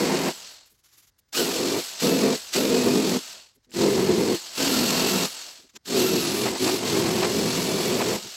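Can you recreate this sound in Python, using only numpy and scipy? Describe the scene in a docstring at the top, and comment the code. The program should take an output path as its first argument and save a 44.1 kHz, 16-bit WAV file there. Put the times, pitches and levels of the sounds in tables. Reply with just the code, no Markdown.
"""Hand drill grinding a door panel

A drill with an abrasive disc grinds spots on a steel door panel in short bursts, played faster than life.
Rotor: fan hiss through the housing, brush sizzle, blade whistle and gear tones that follow the speed. Panel:
modes and rasp driven by noise. Between bursts a palm wipes off dust and the motor blips once; trigger clicks;
workshop hush. The speed-up joins short slices of sound, so the level flutters at the slice rate."""
import sys
import numpy as np
from scipy import signal
from scipy.fft import rfft, irfft, next_fast_len
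from scipy.io import wavfile
from scipy.ndimage import map_coordinates

SR = 44100
rng = np.random.default_rng(int(sys.argv[2]) if len(sys.argv) > 2 else 0)


def invert_db(level):
    """Linear amplitude ratio for a level in decibels (20 dB per decade), elementwise."""
    return 10 ** (np.asarray(level, dtype=float) / 20)


def generate_wav(signal):
    """Clip the signal to [-1, 1] and save it as 16-bit WAV at the path in sys.argv[1]."""
    frames = np.transpose(np.atleast_2d(signal))
    scaled = np.clip(frames, -1, 1) * 32767
    pcm = np.round(scaled).astype(np.int16)
    wavfile.write(sys.argv[1], SR, pcm)


N = 368669

# gear and commutator tones: cycles_per_turn, level_db (re power level), pitch_blur (share of pitch)
ROTOR_TONES = [(4, -6, .025), (8, -3, .02), (12, -5, .006), (48, -15, .002)]
# hiss coloured by the housing: freq_hz, density_db (relative)
HOUSING_SPECTRUM = [(760, -26), (1300, -5), (1380, -6), (1490, -5.5), (1890, -7), (2230, -7), (2690, -3),
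                    (3740, -0.5), (4400, 1), (4820, 0), (5490, -1), (6010, -2), (7140, -3), (7810, -2.5),
                    (9200, -16.5), (12000, -48), (20200, -120)]
# housing resonances: freq_hz, width_hz, peak_gain_db (mean, re hiss)
HOUSING_RINGS = [(2800, 180, -8), (4350, 280, -7.5), (5210, 160, -13.5), (7860, 210, -10.5)]
# panel modes: freq_hz, width_hz (of each of two cascaded resonances), level_db, family (rounds to 0-3)
PANEL_MODES = [(162.1, 24, -7, 0), (204.8, 45, -1, -0.5), (257.8, 52, 1, 1), (336.3, 46.5, -4.5, 2),
               (382.4, 54.4, -2, 2), (433.3, 56, -2.5, 3), (503, 58, -4.5, 3), (655, 79, -11, 3),
               (939, 88, -24, 3)]
# spot under the disc, one row a touch: sway_db, then family_0_db .. family_3_db (relative balance)
TOUCH_SPOTS = [(-25.5, -9, -8.5, -5.5, -10.5), (-28, -15, -7.5, -3, -4), (-22, -12, -8.5, -4.5, -8.5),
               (-30, -11, -5.5, -10, -5.5), (-28, -8.5, -3.5, -4.5, -3.5), (-24.5, -11.5, -5.5, -6, -5),
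               (-31, -10, -6, -3.5, -10.5), (-19, -6, -10, 0, -7.5), (-19, -7.5, -2, -6, -4),
               (-23, -6.5, -8.5, -8.5, -8), (-22, -7.5, -8, -3, -8), (-16.5, -6.5, -6.5, 0.5, -13.5),
               (-19, -15.5, -11, -3, -16.5), (-10.5, -7.5, -4.5, 0.5, -10), (-14.5, -7, -13, -1.5, -11.5),
               (-14, -3.5, -6.5, -4, -8.5), (-17.5, -7, -10, -3.5, -5.5), (-16, -7, -13, -7, -20)]
# brief disc snags: nominal_s, level_db (before trim), length_s
DISC_SNAGS = [(6.453, -13.5, 0.05), (6.561, -20, 0.025), (6.66, -13, 0.061), (7.221, -11, 0.045),
              (8.004, -9.5, 0.036)]
# palm strokes, plus one brief motor blip (the 5.759 s row): nominal_s, level_db (before low trim), treble_db
# (re level), length_s
PALM_AND_BLIP_SWELLS = [(0.662, -51.5, -11, 0.033), (0.698, -59, -3, 0.051), (0.742, -58.5, -11.5, 0.04),
                        (0.78, -58.5, -11.5, 0.048), (0.839, -50, -12, 0.051), (0.876, -54, -15.5, 0.056),
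                        (0.921, -47.5, -15, 0.057), (0.97, -47.5, -9, 0.057), (1.019, -50, -13.5, 0.055),
                        (1.067, -51.5, -12, 0.046), (1.188, -56, -6.5, 0.027), (1.291, -60, -14, 0.019),
                        (3.552, -59, -6, .03), (3.636, -58, -20, 0.04), (3.698, -52, -25, 0.033),
                        (5.667, -55, -29, 0.024), (5.696, -46.5, -24, 0.026), (5.737, -51, -21, 0.038),
                        (5.759, -31.5, -25.5, 0.027)]
# trigger clicks: start_s, level_db (before trim), ring_hz
TRIGGER_CLICKS = [(3.647, -50, 3920), (3.7082, -39.5, 7560), (3.7172, -36, 2780)]
# noise spectra, each: freq_hz, density_db (relative)
RASP_SPECTRUM = [(290, -34.5), (500, -3), (574, -3), (641, 0.5), (827, -3.5), (924, -1.5), (1400, -11),
                 (2600, -10), (3380, -37), (5720, -120)]
RUMBLE_SPECTRUM = [(15, -60.5), (25, -44.5), (64, -6), (130, 9), (170, -29.5), (290, -120)]
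SIZZLE_SPECTRUM = [(4940, -28.5), (8400, -0.5), (8820, -10), (9650, -1.5), (10100, 0), (10700, 1),
                   (12000, 2.5), (13300, 0), (15500, -8)]
PALM_SPECTRUM = [(180, -34), (300, 4), (381, -1), (591, -10), (1090, -0.5), (7320, 5), (8800, -20),
                 (11400, -35), (19400, -120)]
SHOP_SPECTRUM = [(24, -34), (40, -3.5), (106, -5), (184, -15.5), (611, -23.5), (2140, -23), (2480, -31),
                 (5000, -22.5), (15800, -46)]
# trigger pulls: squeeze_s, release_s, run_up_s, hiss_db (at cruise speed), surge_db, coast_hiss_db,
# stop_s (from the last speed point to STOP_DB down)
TRIGGER_PULLS = [(-.2, 0.303, .03, -30.5, 2.5, -42, 0.4742), (1.318, 1.804, .02, -30, 5.5, -36.5, 0.5),
                 (1.985, 2.36, 0.016, -30.5, 5, -40, 1.2), (2.52, 3.17, .01, -30.5, 7.5, -39, .425),
                 (3.71, 4.36, .035, -31, 3.5, -39.5, 1), (4.535, 5.253, 0.036, -27.5, 1.5, -37.5, 0.52),
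                 (5.833, 6.478, .05, -29, 3, -35.5, .46), (6.555, 6.765, .035, -29.5, 4, -34, 1),
                 (6.795, 8.155, .035, -29, 2.5, -39.5, 0.9)]
# powered rotor, one curve a pull: time_s, blade_pass_hz, whistle_db (mean)
ROTOR_SPEEDS = [
    [(0, 9290, -51), (.2, 9200, -49), (.3, 9360, -54)],
    [(1.39, 14020, -41), (1.45, 12430, -45), (1.5, 10990, -46), (1.57, 10400, -48), (1.7, 10230, -49),
     (1.8, 10330, -50)],
    [(2.08, 11790, -42), (2.14, 11540, -44), (2.2, 11030, -47), (2.28, 10460, -50), (2.33, 10190, -51)],
    [(2.6, 12520, -44), (2.65, 10430, -52), (2.75, 11100, -49), (3.0, 10820, -47), (3.08, 10540, -50),
     (3.15, 9930, -49)],
    [(3.9, 9270, -49), (4.07, 9010, -52), (4.2, 9200, -52), (4.33, 9450, -54)],
    [(4.65, 13900, -46), (4.7, 11900, -42), (4.85, 11870, -38), (5, 11770, -41), (5.12, 11850, -39),
     (5.235, 11980, -43)],
    [(5.92, 10000, -45), (5.96, 11200, -41), (6.02, 11960, -37), (6.1, 11780, -38), (6.2, 11370, -38),
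     (6.33, 10270, -43), (6.42, 10390, -41), (6.47, 10200, -52)],
    [(6.62, 10700, -40), (6.7, 10830, -39), (6.735, 10600, -42), (6.76, 10110, -50)],
    [(6.9, 9420, -50), (7, 9310, -46), (7.2, 9110, -46), (7.3, 9190, -50), (7.36, 9980, -45),
     (7.5, 10080, -42), (7.58, 9960, -47), (7.7, 10090, -42), (7.95, 10060, -49), (8.05, 9260, -51),
     (8.155, 8990, -55)],
]
# disc on steel: land_s, lift_s, drum_db, drum_change_db (until lift), rasp_db
DISC_TOUCHES = [(-.1, 0.301, -22.5, -4, -32), (1.33, 1.418, -25, 5, -40), (1.426, 1.796, -29, 2.5, -40),
                (2.014, 2.349, -21, -3, -36), (2.539, 2.618, -23, 2.5, -35), (2.622, 2.907, -22, -2.5, -38),
                (2.89, 3.171, -20.5, -3.5, -38), (3.727, 4.343, -20.5, -0.5, -35.5),
                (4.574, 4.858, -28, 3, -36), (4.852, 5.253, -28.5, 1.5, -35.5),
                (5.843, 6.204, -25.5, 1.5, -41), (6.217, 6.563, -26, -3.5, -39),
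                (6.586, 6.761, -20.5, -5, -40.5), (6.77, 6.923, -29.5, 0, -37.5),
                (6.91, 7.31, -24, -1, -34.5), (7.31, 7.674, -23.5, -7.5, -39),
                (7.653, 8.171, -23.5, -4, -36), (8.225, 8.262, -39, 2.5, -58)]
# hand on the panel, plus the low thump of the motor blip (the 5.737 s row): start_s, peak_db (drumming drive),
# length_s
PANEL_NUDGES = [(.71, -73, .05), (3.559, -61.5, 0.034), (3.663, -61, 0.098), (5.585, -61, .04),
                (5.628, -62, .05), (5.737, -53, 0.047)]
# disc starting from rest bites gradually: start_s, time_constant_s
GRADUAL_BITES = [(1.33, 0.034), (3.72, 0.036), (5.85, 0.036)]

BLADES = 35
SLICE, FIRST_MIDDLE = 1024, 360  # samples between joins; sample at the middle of the first slice
TOP_HZ, SHOP_DB = 15830, -72.5
SPIN_UP_S, COAST_S, CUT_S, SURGE_S = .03, .31, .017, .031  # time constants
SLOWEST_HZ, CRUISE_HZ = 3000, 11340  # blade pass
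RUN_UP_POWER, SURGE_HOLD_RUN_UPS = 2.15, 3.37
STOP_DB, STOP_POWER = 40, 3.04
AIR_SPEED_POWER, SIZZLE_EXTRA_POWER, IDLE_SIZZLE_POWER = .91, .61, .3  # exponents of speed
SIZZLE_DB, SIZZLE_SURGE_RATIO = -10, .91  # re powered hiss; multiple of the hiss surge in dB
IDLE_SIZZLE_DB, IDLE_DRUM_DB, IDLE_RASP_DB = -11.5, -23, -14  # re coasting hiss; sizzle at cruise speed
SHAKE_DRUM_DB, SHAKE_RASP_DB = -23, -16.5  # driven motor alone, re its hiss
IDLE_WHISTLE_DB, CLEAREST_HZ, CLEAR_OCTAVES = -6.5, 6800, .6  # re coasting hiss, at the clearest pitch
LAND_S, LIFT_S = .019, .0048  # time constants of touch power


def unit(x):
    """Scaled to rms 1."""
    return x / np.sqrt(np.mean(x ** 2) + 1e-20)


def decibels(x):
    """Amplitude in dB."""
    return 20 * np.log10(x + 1e-6)


def wobble(rate_hz):
    """Smooth random curve, rate_hz knots a second."""
    knots = rng.standard_normal(int(N * rate_hz / SR) + 4)
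    return map_coordinates(knots, [np.arange(N) * rate_hz / SR])


def half_sine(t_s, start_s, length_s):
    """Swell from 0 to 1 and back."""
    return np.sin(np.pi * np.clip((t_s - start_s) / length_s, 0, 1))


def filtered(x, response):
    """x through a complex frequency response."""
    size = next_fast_len(N + SR // 4)
    return irfft(rfft(x, size) * response(np.fft.rfftfreq(size, 1 / SR)), size)[..., :N]


def resonance(f_hz, center_hz, width_hz):
    """One causal resonance of peak gain 1."""
    return 1j * f_hz * width_hz / (center_hz ** 2 - f_hz ** 2 + 1j * f_hz * width_hz)


def noise(spectrum):
    """Noise of rms 1, coloured by (Hz, dB) points on a log frequency axis."""
    hz, db = np.transpose(spectrum)
    white = rng.standard_normal(N)
    return unit(filtered(white, lambda f: invert_db(np.interp(np.log(f + 1), np.log(hz + 1), db))))


def sliced(level_db):
    """Level held through each slice and cross-faded into the next."""
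    place = np.clip(np.arange(N) - FIRST_MIDDLE, 0, N) / SLICE
    first = place.astype(int)
    held_db = np.append(level_db[FIRST_MIDDLE::SLICE], level_db[-1])
    held_db = held_db + rng.normal(0, .59, len(held_db))  # slices come from moments apart
    fade = np.sin(np.pi / 2 * (place - first)) ** 2
    return held_db[first] * (1 - fade) + held_db[first + 1] * fade


def workshop():
    """Steady hush of the room: coloured noise."""
    return invert_db(SHOP_DB) * noise(SHOP_SPECTRUM)


def motor():
    """Pulls run up with a surge, hold, cut and coast: blade pitch, powered amplitudes, idle amplitude."""
    t_s = np.arange(N) / SR
    blade_hz = np.full(N, float(SLOWEST_HZ))
    hiss, sizzle, whistle, idle = np.zeros((4, N))
    for pull, speeds in zip(TRIGGER_PULLS, ROTOR_SPEEDS):
        squeeze_s, release_s, run_up_s, hiss_db, surge_db, coast_db, stop_s = pull
        point_s, point_hz, whistle_db = np.transpose(speeds)
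        since_s = np.clip(t_s - squeeze_s, 0, None)
        after_s = np.clip(t_s - release_s, 0, None)
        slowing_s = np.clip(t_s - point_s[-1], 0, None)  # speed sags as the finger eases
        powered_hz = np.interp(t_s, point_s, point_hz)
        driven_hz = np.maximum(powered_hz * np.exp(-slowing_s / COAST_S), SLOWEST_HZ)
        blade_hz = blade_hz + (driven_hz - blade_hz) * (1 - np.exp(-since_s / SPIN_UP_S))

        rise = 1 - np.exp(-since_s / run_up_s)
        power = rise ** RUN_UP_POWER * np.exp(-after_s / CUT_S)
        surge_fall_s = np.clip(since_s - SURGE_HOLD_RUN_UPS * run_up_s, 0, None)
        surge = surge_db * np.exp(-surge_fall_s / SURGE_S)
        speed = powered_hz / CRUISE_HZ
        air = power * speed ** AIR_SPEED_POWER
        hiss += air * invert_db(hiss_db + surge)
        brushes = invert_db(hiss_db + SIZZLE_DB + SIZZLE_SURGE_RATIO * surge)
        sizzle += air * brushes * speed ** SIZZLE_EXTRA_POWER
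        whistle += power * invert_db(np.interp(t_s, point_s, whistle_db))

        loss_db = STOP_DB * np.minimum(slowing_s / stop_s, 2) ** STOP_POWER
        coasting = invert_db(coast_db - loss_db) * (1 - np.exp(-after_s / CUT_S))
        idle = idle * (1 - rise) + coasting
    return blade_hz, hiss, sizzle, whistle, idle


def fan_hiss(hiss_db):
    """Turbulent fan air coloured by the housing, whose shell rings."""
    flow = noise(HOUSING_SPECTRUM)
    air = flow
    for hz, width_hz, gain_db in HOUSING_RINGS:
        ring = filtered(flow, lambda f: resonance(f, hz, width_hz))
        air = air + invert_db(gain_db + 3 * wobble(5)) * ring  # the grip damps the shell unevenly
    air = invert_db(.89 * wobble(300)) * air
    return invert_db(hiss_db + .49 * wobble(25)) * unit(air)


def brush_sizzle(sizzle_db):
    """Brush noise in the treble."""
    return invert_db(sizzle_db + 1.2 * wobble(22)) * noise(SIZZLE_SPECTRUM)


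def rotor_tones(blade_hz, sizzle_db, whistle_db):
    """Blade whistle plus gear and commutator tones, locked to the rotor angle."""
    middle = np.round((np.arange(N) - FIRST_MIDDLE) / SLICE) * SLICE + FIRST_MIDDLE
    blade_hz = blade_hz[np.clip(middle, 0, N - 1).astype(int)]  # pitch held per slice: glides step
    turns = np.cumsum(blade_hz * (1 + .0022 * wobble(60))) / BLADES / SR
    tones = invert_db(whistle_db + 1.5 * wobble(30)) * np.sin(2 * np.pi * BLADES * turns)
    power_db = sizzle_db + 2 * np.minimum(sizzle_db + 47, 0)  # gone when coasting
    power_db = power_db + 20 * np.log10(blade_hz / 10500)
    for order, level_db, blur in ROTOR_TONES:
        flicker_db = 3 * wobble(40)
        slip_turns = np.cumsum(blur * wobble(150) * blade_hz) / BLADES / SR  # gear play blurs pitch
        tone = np.sin(2 * np.pi * order * (turns + slip_turns))
        tones = tones + invert_db(power_db + level_db + flicker_db) * tone
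    return tones


def contact():
    """Disc touches: powers of drumming and rasp, and power shares of sway and mode families."""
    t_s = np.arange(N) / SR
    drum, rasp, colour = np.zeros(N), np.zeros(N), np.zeros((5, N))
    for touch_row, (sway_db, *family_db) in zip(DISC_TOUCHES, TOUCH_SPOTS):
        land_s, lift_s, drum_db, change_db, rasp_db = touch_row
        landing = (1 - np.exp(-np.clip(t_s - land_s, 0, None) / LAND_S)) ** 2
        touch = landing * np.exp(-np.clip(t_s - lift_s, 0, None) / LIFT_S)
        progress = np.clip((t_s - land_s) / (lift_s - land_s), 0, 1)
        drum += touch * invert_db(drum_db + change_db * progress) ** 2
        rasp += touch * invert_db(rasp_db) ** 2
        share = invert_db(np.array(family_db)) ** 2
        colour += np.outer([invert_db(sway_db) ** 2, *share / share.sum()], touch + 1e-9)
    for start_s, slow_s in GRADUAL_BITES:
        growth = 1 - np.exp(-np.clip(t_s - start_s, 0, None) / slow_s)
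        bite = np.where(t_s < start_s, 1, growth) ** 4.8
        drum, rasp = drum * bite, rasp * bite
    return drum, rasp, colour / colour[1:].sum(axis=0)


def panel_mode(hz, width_hz):
    """One mode shaken by noise; the disc pressing on the sheet shifts it, so its pitch wavers."""
    shaken = filtered(rng.standard_normal(N), lambda f: resonance(f, hz, width_hz) ** 2)
    mode = signal.hilbert(shaken, next_fast_len(N))[:N]
    bend_cycles = np.cumsum(.04 * hz * wobble(7)) / SR
    mode = mode * np.exp(2j * np.pi * bend_cycles)
    return unit(mode.real / np.abs(mode) ** .5)  # constant drive evens the swing out


def panel(drum_db, rasp_db, colour_db):
    """Disc shakes every mode; the spot touched weights the families. Rasp is scraping noise."""
    sway_db, *family_db = colour_db
    drum = invert_db(sway_db) * noise(RUMBLE_SPECTRUM)
    for hz, width_hz, level_db, family in PANEL_MODES:
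        drift_db = 1.5 * wobble(8)
        gain = invert_db(level_db + family_db[round(family)] + drift_db)
        drum = drum + gain * panel_mode(hz, width_hz)
    chatter = wobble(25)  # the disc skips on the steel
    scrape = invert_db(rasp_db + 1.2 * chatter) + snags()
    return invert_db(drum_db + 1.32 * chatter) * drum + scrape * noise(RASP_SPECTRUM)


def palm_and_motor_blip():
    """Palm strokes and one brief motor blip: swells of soft noise."""
    t_s = np.arange(N) / SR
    low, high = np.zeros(N), np.zeros(N)
    for nominal_s, level_db, treble_db, length_s in PALM_AND_BLIP_SWELLS:
        swell = half_sine(t_s, nominal_s - .0087, length_s)
        low += invert_db(level_db - 10) * swell
        high += invert_db(level_db + treble_db) * swell
    return low * noise(PALM_SPECTRUM) + high * noise(SIZZLE_SPECTRUM)


def nudges():
    """Hand nudges and the motor blip's thump on the panel: drumming amplitude in short swells."""
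    t_s = np.arange(N) / SR
    return sum(invert_db(db) * half_sine(t_s, start_s, length_s) for start_s, db, length_s in PANEL_NUDGES)


def trigger():
    """Trigger clicks: decaying sine plus noise."""
    length = 600  # samples
    ticks = np.zeros(N + length)
    u_s = np.arange(length) / SR
    for start_s, level_db, ring_hz in TRIGGER_CLICKS:
        ring = np.sin(2 * np.pi * ring_hz * u_s) + .3 * rng.standard_normal(length)
        ticks[round(start_s * SR):][:length] += invert_db(level_db - 2 - 60 * u_s / .0082) * ring
    return ticks[:N]


def snags():
    """Disc snags and scrapes briefly: added rasp amplitude."""
    t_s = np.arange(N) / SR
    return sum(invert_db(level_db - 18.5) * half_sine(t_s, nominal_s - .0063, length_s)
               for nominal_s, level_db, length_s in DISC_SNAGS)


def scene():
    """Drill, panel and hand over the workshop hush."""
    blade_hz, hiss, sizzle, whistle, idle = motor()
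    drum, rasp, colour = contact()
    idle_sizzle = invert_db(IDLE_SIZZLE_DB) * idle * (blade_hz / CRUISE_HZ) ** IDLE_SIZZLE_POWER
    hiss_db = sliced(decibels(hiss + idle))
    sizzle_db = sliced(decibels(sizzle + idle_sizzle))
    drum_db = sliced(decibels(np.sqrt(drum) + invert_db(SHAKE_DRUM_DB) * hiss + invert_db(IDLE_DRUM_DB) * idle))
    rasp_db = sliced(decibels(np.sqrt(rasp) + invert_db(SHAKE_RASP_DB) * hiss + invert_db(IDLE_RASP_DB) * idle))
    # the housing lets the coasting whistle out best near CLEAREST_HZ
    clearness = np.exp(-(np.log2(blade_hz / CLEAREST_HZ) / CLEAR_OCTAVES) ** 2)
    whistle_db = decibels(whistle + invert_db(IDLE_WHISTLE_DB) * idle * clearness)

    drill = fan_hiss(hiss_db) + brush_sizzle(sizzle_db) + rotor_tones(blade_hz, sizzle_db, whistle_db)
    door = panel(decibels(invert_db(drum_db) + nudges()), rasp_db, decibels(np.sqrt(colour)))
    return (drill + door + palm_and_motor_blip() + trigger() + workshop())[None]


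def band_limit(x):
    """A steep low-pass at the top of the band."""
    return signal.sosfilt(signal.butter(12, 17030, fs=SR, output="sos"), x)


def record(dry):
    """Unlike slices lose power where they cross-fade; joins line up on the bass, which dips less."""
    join = np.cos(2 * np.pi * (np.arange(N) - FIRST_MIDDLE) / SLICE)
    bass = filtered(dry, lambda f: 1 / (1 + (f / 650) ** 4))
    joined = bass * np.sqrt(1 + .14 * join) + (dry - bass) * np.sqrt(1 + .3 * join)
    mix = filtered(joined, lambda f: f < TOP_HZ)
    return band_limit(mix)


dry = scene()
out = record(dry)
generate_wav(out)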